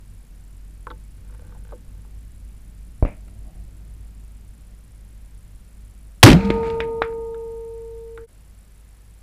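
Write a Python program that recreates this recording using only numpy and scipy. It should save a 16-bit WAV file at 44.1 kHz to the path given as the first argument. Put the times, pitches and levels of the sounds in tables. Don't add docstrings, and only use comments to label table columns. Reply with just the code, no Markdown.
import sys
import numpy as np
from scipy import signal
from scipy.fft import rfft, irfft
from scipy.io import wavfile

SR = 44100
rng = np.random.default_rng(int(sys.argv[2]) if len(sys.argv) > 2 else 0)


def generate_wav(signal):
    frames = np.transpose(np.atleast_2d(signal))
    scaled = np.clip(frames, -1, 1) * 32767
    pcm = np.round(scaled).astype(np.int16)
    wavfile.write(sys.argv[1], SR, pcm)


N = 406602
T = np.arange(N) / SR
FREQS = np.arange(N // 2 + 1) * SR / N
DIP_S = 8.266


def amp(db):
    return 10 ** (np.asarray(db) / 20)


def unit(x):
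    return x / np.sqrt(np.mean(x ** 2) + 1e-20)


def add(mix, s, sound):
    part = mix[round(s * SR):][:len(sound)]
    part += sound[:len(part)]


def noise(spectrum):
    hz, db = np.transpose(spectrum)
    gain = amp(np.interp(np.log(FREQS + 1), np.log(hz), db))
    return unit(irfft(rfft(rng.standard_normal(N)) * gain, N))


def band(hz, centre_hz, octaves):
    return (1 + (np.log2((hz + 1) / centre_hz) / octaves) ** 2 / 4) ** -3


def fade(t, t60):
    return np.exp(-np.log(1000) * t / t60)


def burst(centre_hz, octaves, rise, t60):
    t = T[:SR]
    gain = band(np.arange(SR // 2 + 1), centre_hz, octaves)
    hiss = unit(irfft(rfft(rng.standard_normal(SR)) * gain, SR))
    return hiss * (1 - np.exp(-t / rise)) * fade(t, t60)


def ring(modes, t):
    return sum(amp(db) * np.sin(2 * np.pi * hz * t) * fade(t, t60) for hz, db, t60 in modes)


def smooth(x, hz, kind="low", order=2):
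    return signal.sosfilt(signal.butter(order, min(hz, .45 * SR), kind, fs=SR, output="sos"), x)


def swell(peak_s, db, rise, t60):
    grown = np.clip(1 + (T - peak_s) / rise, 0, 1)
    return amp(db) * np.sin(np.pi / 2 * grown) ** 2 * fade(np.maximum(T - peak_s, 0), t60)


# pitch_hz, level_db (per Hz)
RUMBLE_COLOUR = [(15, -5), (28, -5), (42, -0.5), (55, -5), (72, -12), (95, -4.5), (115, -15.5), (170, -15),
                 (250, -23), (400, -34.5), (800, -61)]
# pitch_hz, level_db (per Hz)
HISS_COLOUR = [(100, 0), (500, 2.5), (1000, -3), (2300, -4.5), (3500, -8.5), (6500, -10), (10000, -11),
               (12500, -8.5), (15000, -13.5)]
# time_s, level_db
RUMBLE_STRENGTH = [(0, -39.5), (1.7, -36), (2.6, -38.5), (3.7, -36), (4.4, -40), (8.1, -41), (8.5, -44.5),
                   (9.22, -45)]
HUM_START_HZ, HUM_HZ, HUM_SETTLE_S = 44.7, 51.7, 1.0


def background():
    climb = HUM_HZ + (HUM_START_HZ - HUM_HZ) * np.exp(-T / HUM_SETTLE_S)
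    hz = climb * (1 + 0.024 * noise([(1, 0), (5, 1), (15, -60.0)]))
    phase = 2 * np.pi * np.cumsum(hz) / SR
    waver = amp(1.5 * noise([(1, -2.0), (6, -5), (18, -61.5)]))
    hum = (np.sin(phase) + amp(-15.5) * np.sin(2 * phase)) * waver
    low = amp(-6.0) * noise(RUMBLE_COLOUR) + hum
    strength = amp(np.interp(T, *np.transpose(RUMBLE_STRENGTH)))
    return low * strength + amp(-61.0) * noise(HISS_COLOUR)


# pitch_hz, width_hz, level_db
WHINE_BANDS = [(7600, 620, -5), (8740, 370, -9), (9770, 370, 0.5), (10740, 241.2, -1.5)]


def camera_whine():
    jobs = np.concatenate([np.arange(0, T[-1], 1 / rate) for rate in (30, 23.44)])
    ticks = np.unique(np.ceil(jobs * 100 - .01) / 100)
    busy = np.zeros(N)
    for s in ticks:
        add(busy, s + 0.0072, signal.windows.tukey(round(0.006007 * SR), .4))
    colour = sum(amp(db) * np.exp(-2 * ((FREQS - hz) / width) ** 2 / np.e) for hz, width, db in WHINE_BANDS)
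    return amp(-59.5) * busy * unit(irfft(rfft(rng.standard_normal(N)) * colour, N))


# pitch_hz, level_db, t60_s (shorter under rubbing hands)
STOCK_MODES = [(313, -12, 0.092), (493, -5.5, 0.14), (570, -22.5, 0.1), (884.5, -16.5, 0.11),
               (1090, -20.5, 0.037), (1090, -13.5, 0.014), (1430, -15, 0.038), (1526, -16, 0.081)]
# middle_s, level_db, half_length_s
RUB_STROKES = [(1.435, -60, 0.21), (1.71, -61, 0.063), (1.94, -66.5, 0.11)]


def rubbing():
    slips = rng.standard_normal(N) ** 3 * (rng.random(N) < 2600 / SR)
    body = ring([(hz, db, 0.46 * t60) for hz, db, t60 in STOCK_MODES], T[:SR // 8])
    pressure = sum(amp(db) * np.exp(-((T - s) / half) ** 2) for s, db, half in RUB_STROKES)
    ringing = unit(smooth(signal.oaconvolve(slips, body)[:N], 540, "high"))
    return pressure * (ringing + amp(-13) * unit(smooth(slips, 3200)))


# start_s, level_db, pitch_hz, t60_s, tick_db (metal tick relative to the click)
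HANDLING_CLICKS = [(0.8697, -29, 1150, 0.036, -31), (0.9034, -27, 1260, 0.031, -11),
                   (.9135, -38.5, 1182, 0.027, -4.5), (1.298, -55, 1130, 0.054, -16),
                   (1.421, -54, 600, .04, -22), (1.5228, -45, 1030, 0.02, -18),
                   (1.5478, -51.5, 830, 0.11, -22), (1.7226, -37.5, 1060, 0.042, -24),
                   (1.7256, -34.5, 510, 0.039, -28), (2.049, -57.5, 1000, .05, -20),
                   (7.181, -43, 228, 0.16, -35), (7.345, -43, 1370, .04, -8),
                   (8.176, -35, 1380, 0.019, -18), (8.181, -52.5, 1460, 0.21, -22)]
SCRAPE_OCTAVES, SCRAPE_RISE_S = 0.29, 0.00021
TICK_HZ, TICK_OCTAVES, TICK_T60_S = 3570, 0.2, 0.014
THUD_DB, THUD_HZ, THUD_OCTAVES, THUD_T60_S = -16.5, 347, 0.29, 0.14
STOCK_DB, STOCK_OCTAVES = 6, 0.76


def handling():
    out = np.zeros(N)
    for s, db, hz, t60, tick_db in HANDLING_CLICKS:
        modes = [(f, d + 20 * np.log10(band(f, hz, STOCK_OCTAVES)), life) for f, d, life in STOCK_MODES]
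        scrape = burst(hz, SCRAPE_OCTAVES, SCRAPE_RISE_S, t60)
        tick = amp(tick_db) * burst(TICK_HZ, TICK_OCTAVES, SCRAPE_RISE_S, TICK_T60_S)
        thud = amp(THUD_DB) * burst(THUD_HZ, THUD_OCTAVES, SCRAPE_RISE_S, THUD_T60_S)
        add(out, s, amp(db) * (scrape + tick + thud + amp(STOCK_DB) * ring(modes, T[:SR])))
    return out


# start_s, level_db (before the 3 dB gain below),
# push_s (length of the push), brightness_hz
NEIGHBOUR_WAVES = [(3.0261, -6, 0.0069, 820), (3.0272, -13.5, .003, 700), (3.0278, -5.5, 0.0033, 202),
                   (3.045, -19, 0.016, 150), (3.0506, -14, 0.011, 597)]
FAR_CRACK_DB, FAR_CRACK_HZ, FAR_CRACK_T60_S = -47, 2080, 0.061
FAR_WASH_DB, FAR_WASH_HZ, FAR_WASH_T60_S, FAR_WASH_TOP_HZ = -44, 2220, 0.29, 2800


def neighbour(scatter_db=-23, scatter_hz=520, slap_db=-24, slap_hz=850,
              thud_db=-22, thud_hz=270, tail_db=-36, tail_hz=450):
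    out, t = np.zeros(N), T[:SR]
    for s, db, push, bright_hz in NEIGHBOUR_WAVES:
        add(out, s, amp(db) * smooth((1 - t / push) * np.exp(-t / push), bright_hz, order=3))
    out = amp(3.0) * smooth(out, 17.0, "high")
    first_s, first_db = NEIGHBOUR_WAVES[0][:2]
    add(out, first_s, amp(first_db + scatter_db) * burst(scatter_hz, .62, .00046, 0.093))
    add(out, first_s, amp(FAR_CRACK_DB) * burst(FAR_CRACK_HZ, .45, .0003, FAR_CRACK_T60_S))
    slap = amp(slap_db) * burst(slap_hz, 0.82, 0.00022, 0.01)
    thud = amp(thud_db) * burst(thud_hz, 0.12, 0.00088, 0.083)
    wash = amp(FAR_WASH_DB) * smooth(burst(FAR_WASH_HZ, 0.37, 0.0026, FAR_WASH_T60_S), FAR_WASH_TOP_HZ, order=6)
    tail = amp(tail_db) * burst(tail_hz, 1.0, 0.0036, .25)
    add(out, NEIGHBOUR_WAVES[-1][0], slap + thud + wash + tail)
    return out


# pitch_hz, level_db (per Hz)
LOW_COLOUR = [(20, -10), (60, 8.5), (110, -2), (200, 0), (330, -5.5), (450, -16), (650, -11), (1000, -26.5),
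              (2000, -70.5)]
BRIGHT_COLOUR = [(300, -3.5), (750, 4.5), (1050, -1.5), (1350, 8), (1750, -0.5), (2000, 1), (2400, 7),
                 (3000, -7.5), (4300, -7), (5500, -18), (7500, -18), (10000, -30), (15000, -49)]
# peak_s, level_db, rise_s, t60_s
LOW_WAVES = [(3.065, -33, .012, 0.27), (3.33, -53.5, 0.21, 4.2), (6.335, -6, 0.09, 0.21),
             (6.545, -28.5, 0.22, 2.26)]
# peak_s, level_db, rise_s, t60_s
BRIGHT_WAVES = [(3.281, -55, .003, 0.053), (6.33, -33, .08, 1.12), (6.665, -43, .04, 0.35)]
BANK_S, BANK_DB, BANK_HZ = 3.44, -51.5, 680


def range_echo():
    lumps = amp(2.1 * noise([(10, -6.0), (150, 0.0), (500, -51.5)]))
    out = sum(swell(*wave) for wave in LOW_WAVES) * noise(LOW_COLOUR)
    out += lumps * sum(swell(*wave) for wave in BRIGHT_WAVES) * noise(BRIGHT_COLOUR)
    add(out, BANK_S, amp(BANK_DB) * burst(BANK_HZ, 0.19, .02, 0.52))
    return out


# start_s, level_db, pitch_hz, scatter_db (relative to the snap)
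DOWNRANGE_REPORTS = [(6.449, -27.5, 3000, -8.5), (6.456, -22, 4400, -27), (6.5031, 0, 335, -41),
                     (6.503, -7, 2470, -16.5), (6.6313, -17, 1310, -16), (6.701, -25, 2910, -14),
                     (6.804, -5, 2200, -19), (7.019, -2, 1027, -17), (7.0216, -2, 1790, -22),
                     (7.1262, -31, 1590, -20)]
SNAP_CYCLES, EDGE_DB, EDGE_HZ, EDGE_T60_S = 4.1, -27, 3880, 0.014
SCATTER_OCTAVES, SCATTER_T60_S, TAIL_DB, TAIL_HZ, TAIL_T60_S = 0.63, 0.026, -11, 1580, .18


def reports():
    out, t = np.zeros(N), T[:SR]
    for s, db, hz, scatter_db in DOWNRANGE_REPORTS:
        snap = smooth(ring([(hz, 0, SNAP_CYCLES / hz)], t), 1.4 * hz)
        edge = ring([(EDGE_HZ, EDGE_DB, EDGE_T60_S)], t)
        tail_hz = np.sqrt(hz * TAIL_HZ)
        near = burst(hz, SCATTER_OCTAVES, 0.00033, SCATTER_T60_S)
        tail = amp(TAIL_DB) * burst(tail_hz, 0.56, 0.0031, TAIL_T60_S)
        add(out, s, amp(db) * (snap + edge + amp(scatter_db) * (near + tail)))
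    return out


# pitch_hz, width_hz, level_db
HOUSING_MODES = [(600, 93, 3.5), (1340, 150, -5), (2270, 240, -1.5), (3500, 170, -8), (5130, 180, -6)]


def housing(x):
    return x + sum(amp(db) * signal.lfilter(*signal.iirpeak(hz, hz / width, fs=SR), x)
                   for hz, width, db in HOUSING_MODES)


# peak_s, level_db, rise_s, t60_s
RECOIL_JOLTS = [(6.362, -4, 0.11, 0.17), (6.453, -15, 0.013, .5)]
SHUDDER_FROM_S, SHUDDER_START_HZ, SHUDDER_HZ, SHUDDER_SETTLE_S = 6.338, 148, 201.4, 0.0358


def shudder():
    settling = np.exp(-np.maximum(T - SHUDDER_FROM_S, 0) / SHUDDER_SETTLE_S)
    hz = SHUDDER_HZ + (SHUDDER_START_HZ - SHUDDER_HZ) * settling
    return sum(swell(*jolt) for jolt in RECOIL_JOLTS) * np.sin(2 * np.pi * np.cumsum(hz) / SR)


# pitch_hz, level_db, t60_s
STEEL_MODES = [(456.6, -16.5, 6), (885, -31, 2.6), (914, -22, 2.82), (1235, -29.5, 2.3), (1441, -47, 1.8),
               (2019, -52.5, 2.9), (4205, -42, 0.78), (4974, -43, 0.67)]


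def steel(start=6.23, recovery=.33, held_down_db=19):
    out, t = np.zeros(N), T[:3 * SR]
    held_down = amp(-held_down_db * np.maximum(1 - t / recovery, 0))
    add(out, start, ring(STEEL_MODES, t) * held_down)
    return out * (T < DIP_S)


SHOT_S = 6.229
CRACK_DB, CRACK_HZ, CRACK_OCTAVES, CRACK_RISE_S, CRACK_T60_S = 24.5, 2700, 0.86, .012, .059
ROAR_DB, ROAR_HZ, ROAR_OCTAVES, ROAR_RISE_S, ROAR_T60_S = 23.5, 727, 0.98, 0.013, .061
BOOM_DB, BOOM_HZ, BOOM_DELAY_S, BOOM_T60_S = 23.5, 112, .0095, 0.093
BODY_DB, BODY_HZ, BODY_OCTAVES, BODY_DELAY_S, BODY_T60_S = 16, 283.8, 0.34, .023, .16
WASH_DB, WASH_HZ, WASH_OCTAVES, WASH_DELAY_S, WASH_T60_S = 4, 1080, 1.26, .021, .18
CHATTER_S, BOUNCE_GAP_S, CHATTER_DB, BOUNCE_LOSS_DB = 6.2598, .0139, 0, 2
CHATTER_HZ, CHATTER_OCTAVES, BOUNCE_T60_S = 2470, 0.92, .025
CLANG_DB, CLANG_OCTAVES, CLANG_T60_S = -2.5, .2, 0.027


def shot():
    out = np.zeros(N)
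    add(out, SHOT_S, amp(CRACK_DB) * burst(CRACK_HZ, CRACK_OCTAVES, CRACK_RISE_S, CRACK_T60_S))
    add(out, SHOT_S, amp(ROAR_DB) * burst(ROAR_HZ, ROAR_OCTAVES, ROAR_RISE_S, ROAR_T60_S))
    add(out, SHOT_S + BOOM_DELAY_S, amp(BOOM_DB) * burst(BOOM_HZ, 0.4, 0.0015, BOOM_T60_S))
    add(out, SHOT_S + BODY_DELAY_S, amp(BODY_DB) * burst(BODY_HZ, BODY_OCTAVES, 0.0029, BODY_T60_S))
    add(out, SHOT_S + WASH_DELAY_S, amp(WASH_DB) * burst(WASH_HZ, WASH_OCTAVES, .005, WASH_T60_S))
    for k in range(6):
        clack = burst(CHATTER_HZ, CHATTER_OCTAVES, .0006, BOUNCE_T60_S)
        clang = amp(CLANG_DB) * burst(CHATTER_HZ, CLANG_OCTAVES, 0.00052, CLANG_T60_S)
        add(out, CHATTER_S + k * BOUNCE_GAP_S, amp(CHATTER_DB - k * BOUNCE_LOSS_DB) * (clack + clang))
    return out


def scene():
    sharp = housing(handling() + neighbour() + reports())
    soft = background() + camera_whine() + rubbing()
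    return (soft + sharp + shot() + shudder() + range_echo() + steel())[None]


CUTOFF_HZ = 15400


def record(dry, knee_db=-5, recovery_db=22, attack=0.033):
    clipped = np.clip(dry[0], -1, 1)
    r = np.exp(-1 / (attack * SR))
    power_db = 10 * np.log10(signal.lfilter([1 - r], [1, -r], clipped ** 2) + 1e-12)
    held_db = np.maximum.accumulate(power_db + recovery_db * T) - recovery_db * T
    over_db = np.maximum(held_db - knee_db, 0)
    dip = np.minimum(abs(T - DIP_S) / 0.026, 1)
    out = smooth(clipped * amp(-over_db) * dip, 16500, order=1)
    band_limit = signal.firwin(401, CUTOFF_HZ, window=("kaiser", 8), fs=SR)
    return signal.oaconvolve(out, band_limit, "same")[None]


dry = scene()
out = record(dry)
generate_wav(out)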